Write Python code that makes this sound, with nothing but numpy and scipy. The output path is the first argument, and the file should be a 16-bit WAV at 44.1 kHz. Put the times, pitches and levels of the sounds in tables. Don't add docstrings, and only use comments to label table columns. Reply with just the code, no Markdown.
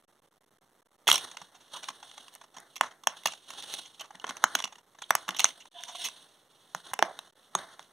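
import sys
import numpy as np
from scipy import signal
from scipy.fft import rfft, irfft
from scipy.io import wavfile
from scipy.ndimage import uniform_filter1d

SR = 44100
rng = np.random.default_rng(int(sys.argv[2]) if len(sys.argv) > 2 else 0)


def attenuation_scalar(level_db):
    decades = np.asarray(level_db, float) / 20
    return 10 ** decades


def log_audio(samples):
    frames = np.atleast_2d(samples).T
    limited = np.clip(frames, -1, 1)
    pcm = np.round(limited * 32767).astype(np.int16)
    wavfile.write(sys.argv[1], SR, pcm)


N = 349272
T, HZ = np.arange(N) / SR, np.fft.rfftfreq(N, 1 / SR)
SNAP_MS = 1.6

# pitch_hz [Hz], level_db [dB], t60_s [s]
PANEL_MODES = [(216, -10, 0.019), (372, -13, 0.038), (703, -21, 0.04), (870, -5, .014), (1090, -9.5, 0.023),
               (1458, -.6, 0.0074), (1760, -2, 0.0088)]


def level(x, db):
    return x * attenuation_scalar(db) / np.sqrt(np.mean(x ** 2))


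def band(x, lo_hz, hi_hz):
    edges = [lo_hz, min(hi_hz, .45 * SR)]
    return signal.sosfilt(signal.butter(2, edges, "bandpass", fs=SR, output="sos"), x)


def colour(points):
    hz, db = np.transpose(points)
    return attenuation_scalar(np.interp(np.log(HZ + 1), np.log(hz), db))


def ring(modes, scatter, size=1536):
    t = np.arange(size) / SR
    hz, db, t60 = np.transpose(modes)[:, :, None]
    phase = 2 * np.pi * hz * (1 + 0.04 * scatter[:, :1]) * t
    decay = np.exp(-np.log(1000) * t / t60)
    return np.sum(attenuation_scalar(db + 3.5 * scatter[:, 1:]) * np.sin(phase) * decay, axis=0)


def walk(rate):
    k = int(SR / rate)
    steps = np.repeat(rng.standard_normal(N // k + 1), k)
    return 1.6 * uniform_filter1d(uniform_filter1d(steps, k), k)[:N]


def contacts():
    # start_s [s], panel_db [dB], crack_db [dB], fizz_db [dB], panel_hz [Hz]
    releases = [(1.109, -40, -34, -36, 1100), (1.1146, -27, -17, -19, 1280), (2.339, -74, -62, -52, 700),
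                (2.351, -68, -52, -44, 700), (2.6014, -59, -62, -50, 816), (2.8099, -15.5, -25, -29, 1090),
                (3.071, -18.5, -23, -23.5, 870), (4.3073, -34, -40.5, -49, 920),
                (4.4397, -14.5, -21, -23, 1240), (5.1061, -15, -24, -23, 1100),
                (5.1517, -20.5, -26.5, -21, 1000), (5.2897, -29, -30, -35, 1510),
                (5.4431, -21, -23, -29, 1200), (5.4531, -30.5, -25, -39, 1050),
                (6.7478, -28.5, -37, -39, 1090), (6.9342, -28.5, -40, -34, 1010),
                (6.938, -35, -36, -32, 1000), (6.9905, -26, -30, -40, 880), (7.0249, -15, -26, -32, 800),
                (7.1898, -41, -38.5, -41, 890), (7.5509, -20.5, -26, -40, 1070),
                (7.7935, -41.5, -47.5, -62, 870)]
    # start_s [s], panel_db [dB], crack_db [dB], length_ms [ms]
    open_slips = [(1.0707, -29, -32.5, 4.4), (1.0776, -30.5, -19, 2.6), (1.083, -33, -20.5, 4.5),
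                  (1.0866, -22, -22.5, 5.2), (1.095, -41, -29, 5.2), (1.098, -26, -18.5, 5.7),
                  (1.1267, -28, -24, 5.6), (1.1408, -29, -25.5, 7.2), (1.1556, -33, -25.5, 6.2),
                  (1.1775, -41.5, -29.5, 5.6), (2.7573, -60, -42, 2.3), (2.7622, -44.5, -36, 8.2),
                  (3.035, -47, -46, 5.6), (3.2347, -56, -49, 2.7), (3.256, -22.5, -20.5, 7.6),
                  (3.2708, -50, -26, 3.4), (3.503, -41.5, -39, 5.7), (3.6242, -57, -42, 1.6),
                  (3.739, -48, -31.5, 1.5), (4.0068, -39.5, -37, 11.7), (4.368, -46, -43, 3),
                  (4.5507, -26, -20, 4.5), (5.3643, -59, -35.5, 7.1), (5.3935, -30, -23, 3),
                  (5.3985, -30, -25, 2.5), (5.4025, -34, -23, 4), (5.4634, -56, -38, 1.2),
                  (5.8071, -67, -50, 3.3), (5.8359, -64, -37.5, 2.1), (6.04, -39, -25, 30),
                  (6.9114, -47.5, -56, 9.5), (7.827, -69.5, -55, 2.1)]
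    lid_slips = [(1.3128, -47.5, -44.5, 6.2), (1.3435, -50, -54, 11), (1.369, -40.5, -37, 4.4),
                 (1.4144, -42, -46.5, 7), (1.544, -52.5, -53, 25), (1.601, -58, -56, 23),
                 (1.7626, -40, -42, 11.4), (1.8288, -43, -40, 12.6), (1.8412, -54, -39.5, 2.2),
                 (1.8853, -32, -33.5, 6), (1.9008, -43, -44, 8.3), (2.0262, -43, -46.5, 8.6),
                 (2.1136, -53, -48.5, 2.1), (2.177, -43.5, -44, 6.3), (2.2816, -55, -48, 2.5),
                 (2.355, -50.5, -54.5, 8.4), (2.4118, -46, -50.5, 9.2), (2.437, -51, -54, 10.5),
                 (2.5411, -53, -54, 13), (2.5653, -42.5, -44.5, 11.4), (2.583, -47.5, -46.5, 2.1),
                 (2.7792, -59, -49, 2.9), (2.8315, -31.5, -41, 16), (2.8537, -39.5, -46, 26),
                 (2.9078, -49.5, -53, 16), (3.1156, -42.5, -58, 41), (3.276, -36, -36, 15.4),
                 (3.3198, -48, -40, 7.2), (3.3338, -43, -41, 5.8)]
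    hub_slips = [(3.5793, -56, -64, 12.5), (3.7902, -47, -46, 5.5), (3.853, -56, -47, 14.5),
                 (3.994, -50, -41.5, 12), (4.0398, -46, -52, 14), (4.055, -54, -53, 8.4),
                 (4.1048, -42, -55, 8.5), (4.1464, -45.5, -61, 10.5), (4.153, -55, -49, 3.2),
                 (4.198, -56, -49, .7), (4.2411, -29.5, -42.5, 6.8), (4.267, -45, -44, 2.6),
                 (4.2759, -40, -46, 7.2), (4.2906, -34, -33, 10.4), (4.4555, -49, -62, 5.7),
                 (4.5877, -38, -33, 8.3), (4.6007, -33.5, -34, 4.4), (4.6225, -48, -38, 2.5),
                 (4.6397, -35.5, -28.5, 7.4), (4.6536, -38, -38.5, 1.3), (4.6736, -45, -46, 6.5),
                 (4.7225, -46.5, -48, 10.6), (4.7545, -50.5, -51, 5.6), (4.7815, -52, -54, 10.5)]
    disc_slips = [(4.9471, -53.5, -60, 8.5), (4.9858, -49, -53, 7.4), (5.0182, -37.5, -37.5, 7.6),
                  (5.2795, -30, -33.5, 15), (5.3063, -40, -36.5, 3.3), (5.3469, -43.5, -42, 1.8),
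                  (5.3776, -62, -50, 1.1), (5.387, -45, -34, 5), (5.4125, -40.5, -33, 9.4),
                  (5.427, -48, -46, 5.5), (5.4797, -53.5, -47, 7.3), (5.4893, -45, -44, 1.5),
                  (5.5056, -65, -46.5, 2.6), (5.6, -77, -47.5, 22), (5.6531, -49, -52.5, 8.3),
                  (5.88, -41, -39, 28), (5.9489, -41.5, -43, 8.8), (6.0857, -41, -39, 2.1)]
    rows = [(*row, SNAP_MS) for row in releases]
    hand_slips = [*lid_slips, *hub_slips, *disc_slips]
    for slips, fizz_db in ((open_slips, -4.5), (hand_slips, -17)):
        for s, panel_db, crack_db, ms in slips:
            panel_hz = 1050 + 12 * (crack_db - panel_db)
            rows.append((s, panel_db, crack_db, crack_db + fizz_db, panel_hz, ms))
    return rows


def snaps(size=3072):
    # pitch_hz [Hz], level_db [dB], t60_s [s]
    rib_modes = [(2800, 5, 0.018), (3000, 8, .012), (3530, 7.5, 0.011), (4030, -6, 0.022),
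                 (5945, -3, 0.027), (5600, -10.5, 0.022), (6700, -8, 0.03)]
    out, t = np.zeros(N + size), np.arange(size) / SR
    for s, panel_db, crack_db, fizz_db, hz, ms in contacts():
        noise, scatter = rng.standard_normal((2, size)), rng.standard_normal((15, 2))
        length = max(ms, .2) / 1000
        grains = noise[0] * attenuation_scalar(1.62 * noise[1])
        onset = 1 - np.exp(-t / (.00008 + 0.1 * length))
        force = grains * onset * np.exp(-(t / length) ** 2.6)
        shove = np.exp(-((t - .0008) / .00012) ** 2) if ms == SNAP_MS else force
        panel_ring = ring([*PANEL_MODES, (hz, 8, .0045)], scatter[:8])
        panel = band(signal.fftconvolve(shove, panel_ring)[:size], 700, 3500)
        ribs = signal.fftconvolve(force, ring(rib_modes, scatter[8:]))[:size]
        crack = band(force, 1800, 6940)
        fizz = band(force, 4500, 15500)
        knock = band(shove, 140, 450)
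        parts = ((panel, panel_db - 5), (ribs, crack_db - 9.5), (crack, crack_db - 6),
                 (fizz, fizz_db - 4.5), (knock, panel_db - 28))
        i = int(s * SR)
        out[i:i + size] += sum(level(p, db) for p, db in parts) * np.sqrt(0.0056 * SR / size)
    return out[:N]


def teeth(size=2048):
    strikes = [(1.0715, -24, 3300, .008), (1.0715, -30, 600, .012), (1.079, -22, 1700, .008),
               (1.079, -30, 600, .012), (1.0885, -11, 1180, .01), (1.1155, -16, 1200, .008),
               (1.127, -27, 9000, .014), (1.127, -20, 11500, .012), (1.1415, -26, 7900, .014),
               (1.1565, -29, 8800, .014), (1.886, -34, 1700, .01), (4.4405, -14, 1500, .006),
               (4.64, -24, 2750, .014), (6.99, -32, 8800, .006), (7.552, -22, 1600, .007),
               (1.115, -9.5, 3150, .008), (1.0985, -20, 5600, .012), (1.094, -22, 6600, .008),
               (1.127, -19, 5900, .015), (1.156, -20, 5600, .02), (1.143, -26, 6200, .015),
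               (2.811, -22, 4600, .006), (3.072, -20, 6500, .008), (3.072, -20, 3200, .008),
               (3.258, -20, 4600, .012), (3.258, -20, 830, .014), (4.199, -40, 2900, .012),
               (4.242, -34, 3100, .01), (4.242, -32, 430, .015), (4.368, -38, 6000, .01),
               (4.441, -20, 6700, .008), (4.552, -14, 1500, .008), (4.552, -22, 13000, .008),
               (5.1065, -14, 1700, .005), (5.1065, -15, 13500, .006), (5.1065, -22, 4500, .006),
               (5.1525, -19, 13500, .006), (5.1525, -24, 6500, .006), (5.394, -24, 4100, .008),
               (5.403, -22, 6300, .01), (5.4435, -7.5, 6200, .009), (5.4435, -16, 8800, .007),
               (5.836, -36, 6100, .008), (6.748, -30, 850, .01), (6.748, -32, 6500, .006),
               (6.9915, -16, 830, .016), (7.0255, -14, 780, .009), (7.0255, -16, 3400, .005),
               (7.0255, -17, 4200, .004), (7.19, -38, 3200, .008), (6.934, -32, 1600, .007)]
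    out = np.zeros(N + size)
    onset = 1 - np.exp(-T[:size] / .0002)
    for s, db, hz, t60 in strikes:
        i = int(s * SR)
        out[i:i + size] += ring([(hz, db, t60)], np.zeros((1, 2)), size=size) * onset
    return out[:N]


def thumps(size=4096):
    knocks = [(1.075, -33, 140), (1.1, -38, 230), (1.415, -46, 165), (2.57, -48, 210), (1.08, -30, 380),
              (1.9, -50, 220), (2.2, -54, 230), (4.15, -46, 200), (4.44, -36, 330), (4.555, -36, 300),
              (5.29, -38, 330), (6.99, -31, 420), (7.025, -27, 350), (4.295, -37, 230), (4.64, -41, 200),
              (5.288, -35, 190), (6.748, -37, 170), (6.915, -42, 110), (7.551, -33, 190), (7.553, -34, 370)]
    t60_s = .05
    out = np.zeros(N + size)
    onset = 1 - np.exp(-T[:size] / .002)
    for s, db, hz in knocks:
        i = int(s * SR)
        out[i:i + size] += ring([(hz, db, t60_s)], np.zeros((1, 2)), size=size) * onset
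    return out[:N]


def strokes(per_bright, db):
    # peak_s [s], body_db [dB], brightness_db [dB], rise_s and fall_s [s per 20 dB]
    lid_strokes = [(1.082, -33, 6, .006, .13), (1.2, -53, -1.1, .1, .45), (1.73, -55, .1, .05, .4),
                   (1.77, -53.5, 1.1, .1, .1), (1.9, -58, 4, .15, .05), (2.05, -63, 0.1, .08, .4),
                   (2.22, -63, 4, .5, .3), (1.95, -66, 0.1, .05, .05), (2.59, -51, -13, .06, .1),
                   (2.73, -76, 9, .2, .1), (2.83, -46, -8, .015, .15), (3.09, -54, 1.1, .012, .13),
                   (3.29, -52, 4, .09, .09), (3.49, -60, 0.1, .03, .5), (3.73, -48.5, 6, .25, .18),
                   (4.04, -56, -6, .05, .05), (4.15, -62, -6, .05, .1), (4.29, -46, -7, .06, .25),
                   (4.455, -52, -5, .03, .2), (4.6, -52, -1.1, .3, .16)]
    disc_strokes = [(5.1, -63, 7, .15, .2), (5.165, -50, -5, .012, .18), (5.33, -50, -11, .07, .3),
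                    (5.45, -54, 11, .08, .11), (5.55, -68, -5, .1, .14), (5.78, -67, 5, .035, .3),
                    (6.05, -55, 13, .25, .07), (6.12, -60, 4, .1, .28), (6.6, -78, 8, .8, .45),
                    (6.765, -58, 1.1, .015, .2), (6.9, -60, -2.1, .2, .3), (7.04, -50, -7, .05, .2),
                    (7.27, -66, 2.1, .17, .04), (7.38, -68, 2.1, .06, .9), (7.575, -45, -3, .02, .13),
                    (7.68, -68, -15, .1, .3), (7.81, -65, -2.1, .2, .1)]
    t = T[::64]
    s, body, bright, rise, fall = np.transpose([*lid_strokes, *disc_strokes])[:, :, None]
    drop_db = 20 * np.maximum((s - t) / rise, (t - s) / fall)
    swell = np.sum(attenuation_scalar(body + db + per_bright * bright - drop_db), axis=0)
    return np.interp(T, t, swell)


def rubbing():
    grains = rng.standard_normal(N) * attenuation_scalar(1.6 * rng.exponential(size=N))
    grains = grains * attenuation_scalar(1.4 * walk(40) + 2.4 * walk(150))
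    through_case = signal.fftconvolve(grains, ring(PANEL_MODES, np.zeros((7, 2))))[:N]
    body = level(band(grains, 200, 1900), -1.1) + level(through_case, -1.5)
    rasp = level(band(grains, 1700, 8100), -1.2) + level(band(grains, 2600, 4500), -6)
    hiss = level(band(grains, 7100, 10000), -.5) + level(band(grains, 11000, 16000), -3)
    rasp, body, hiss = (layer * attenuation_scalar(.9 * walk(25)) for layer in (rasp, body, hiss))
    return rasp * strokes(1, -4) + body * strokes(0, -6.5) + hiss * strokes(1.1, -10.5)


def disc():
    # time_s [s], level_db [dB]
    slide = [
        (5.74, -70),
        (5.772, -57),
        (5.83, -56),
        (5.87, -57),
        (5.925, -56),
        (5.945, -64),
        (6.098, -66),
        (6.12, -86),
    ]
    # pitch_hz [Hz], width_hz [Hz], level_db [dB]
    disc_modes = [(701, 62, 3.5), (980, 63, -2.5), (1503, 120, -7), (1740, 130, -6.5), (2850, 330, -5.5),
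                  (3190, 460, -1)]
    drag = rng.standard_normal(N) * attenuation_scalar(3.5 * walk(58))
    hum = sum(level(band(drag, hz - width / 2, hz + width / 2), db) for hz, width, db in disc_modes)
    return level(hum, -0.26) * attenuation_scalar(np.interp(T, *np.transpose(slide), left=-120, right=-120))


def squeaks():
    rubs = [(1.77, .04, 3200, 800, -60), (1.76, .07, 1050, 350, -56), (4.012, .03, 2900, 600, -52),
            (5.03, .03, 3500, 900, -54), (5.36, .035, 3300, 900, -54), (5.375, .02, 6000, 1000, -52),
            (5.62, .03, 2900, 500, -64), (5.785, .06, 3300, 500, -54), (5.79, .05, 980, 90, -59),
            (5.89, .045, 980, 90, -58), (5.9, .05, 6000, 1100, -62), (5.953, .015, 3200, 400, -55),
            (5.955, .03, 720, 90, -56), (6.02, .05, 1500, 110, -61), (6.025, .018, 5550, 180, -48),
            (6.025, .015, 3300, 400, -57), (6.062, .022, 6600, 900, -48), (7.07, .12, 750, 500, -50),
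            (7.59, .1, 1000, 800, -50)]
    out = np.zeros(N)
    drag = rng.standard_normal(N) * attenuation_scalar(3 * walk(120))
    for s, length, hz, width, db in rubs:
        near = slice(int((s - .15) * SR), int((s + .15) * SR))
        squeak = level(band(drag[near], hz - width / 2, hz + width / 2), db)
        out[near] += squeak * np.exp(-np.abs(2 * (T[near] - s) / length) ** 3)
    return out


def sheet(case):
    scatter = band(rng.standard_normal((2, 48)), 4000, 16000)
    return signal.fftconvolve(case[None], attenuation_scalar(-27) * scatter)[:, :N]


def room(x, size=16384):
    octaves = [(207, -20, 0.21), (500, -19, 0.18), (1100, -17.5, 0.17), (2700, -12.5, .16),
               (5000, -11, 0.14), (11000, -24, .12)]
    t, noise = np.arange(size) / SR, rng.standard_normal((3, size))
    ports = noise[0] + .5 * band(noise[1:], 600, 19000)
    tail = 0
    for hz, db, t60 in octaves:
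        decay = np.exp(-np.log(1000) * t / t60)
        tail = tail + level(band(ports, hz / 1.5, hz * 1.372), db - 33.5) * decay
    onset = 1 - np.exp(-(t / 0.002) ** 2)
    return signal.fftconvolve(x[None], tail * onset)[:, :N]


def air():
    # pitch_hz [Hz], level_db [dB]
    tone_colour = [(20, -30.5), (40, -1), (120, 4), (400, 2.5), (1200, -4.5), (3000, -16), (8000, -17.5),
                   (16000, -14)]
    tone = level(irfft(rfft(rng.standard_normal(N)) * colour(tone_colour), N), -68)
    return tone + attenuation_scalar(-82) * rng.standard_normal((2, N))


def scene():
    # middle_s [s], length_s [s], depth_db [dB]
    background_dips = [(.065, .01, -12), (.21, .006, -6), (.3, .012, -3), (.4, .008, -7), (.455, .005, -5),
                       (.5, .006, -5), (.02, .004, -4), (.578, .005, -5), (.815, .005, -4), (.9, .008, -3),
                       (.972, .006, -4), (.6, .009, -12), (.84, .01, -7), (.878, .006, -6), (1.51, .008, -2),
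                       (1.81, .01, -8), (5.7, .014, -9), (5.725, .014, -5), (6.49, .01, -2),
                       (7.315, .012, -5), (7.345, .01, -5)]
    lull = attenuation_scalar(sum(db * np.exp(-((T - s) / length) ** 4) for s, length, db in background_dips))
    case = snaps() + teeth() + thumps() + rubbing() * lull + disc() + squeaks()
    both = case + sheet(case) + room(case) + air() * lull
    lead_s = .0000155
    facing = attenuation_scalar(8.0 * HZ / 12000 - .4) * np.exp(2j * np.pi * HZ * lead_s)
    return np.array([both[0], irfft(rfft(both[1]) * facing, N)])


def band_limit(x):
    return signal.sosfilt(signal.butter(12, 16850, fs=SR, output="sos"), x)


def record(dry):
    # pitch_hz [Hz], level_db [dB]
    mic_colour = [(1000, -.5), (2100, 6), (2700, 5), (3700, 3.5), (4600, -.5), (8500, .5), (12000, -4.5),
                  (16000, -17)]
    # pitch_hz [Hz], level_db [dB]
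    right_colour = [(100, 6), (400, 3.6), (1100, 2.5), (1700, -5.5), (2600, 1), (7000, 1.2), (11000, .4),
                    (16000, 2)]
    late = np.exp(-2j * np.pi * HZ * .0004055)
    share = np.array([.55 + .17 * HZ / 12000, .69 + .55 * HZ / 12000])
    wide = rfft(dry) - share * rfft(dry[::-1]) * late
    wide = wide / (1 - .15 * late)
    wide = irfft(wide * colour(mic_colour) * [np.ones_like(HZ), colour(right_colour)], N)
    wide = signal.sosfilt(signal.butter(2, 85, "highpass", fs=SR, output="sos"), wide)
    wide = signal.sosfilt(signal.cheby1(8, .5, 15600, fs=SR, output="sos"), wide)
    hold = int(.003 * SR)
    heard_db = 10 * np.log10(1e-16 + uniform_filter1d(np.mean(wide ** 2, axis=0), hold))
    hiss_db = np.median(heard_db[:SR])
    gate_db = np.clip(8.0 * (heard_db - hiss_db - .5), -40, 0)
    gated = wide * uniform_filter1d(attenuation_scalar(gate_db), hold // 2) - .00006
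    return band_limit(np.clip(gated, -1, 1))


dry = scene()
out = record(dry)
log_audio(out)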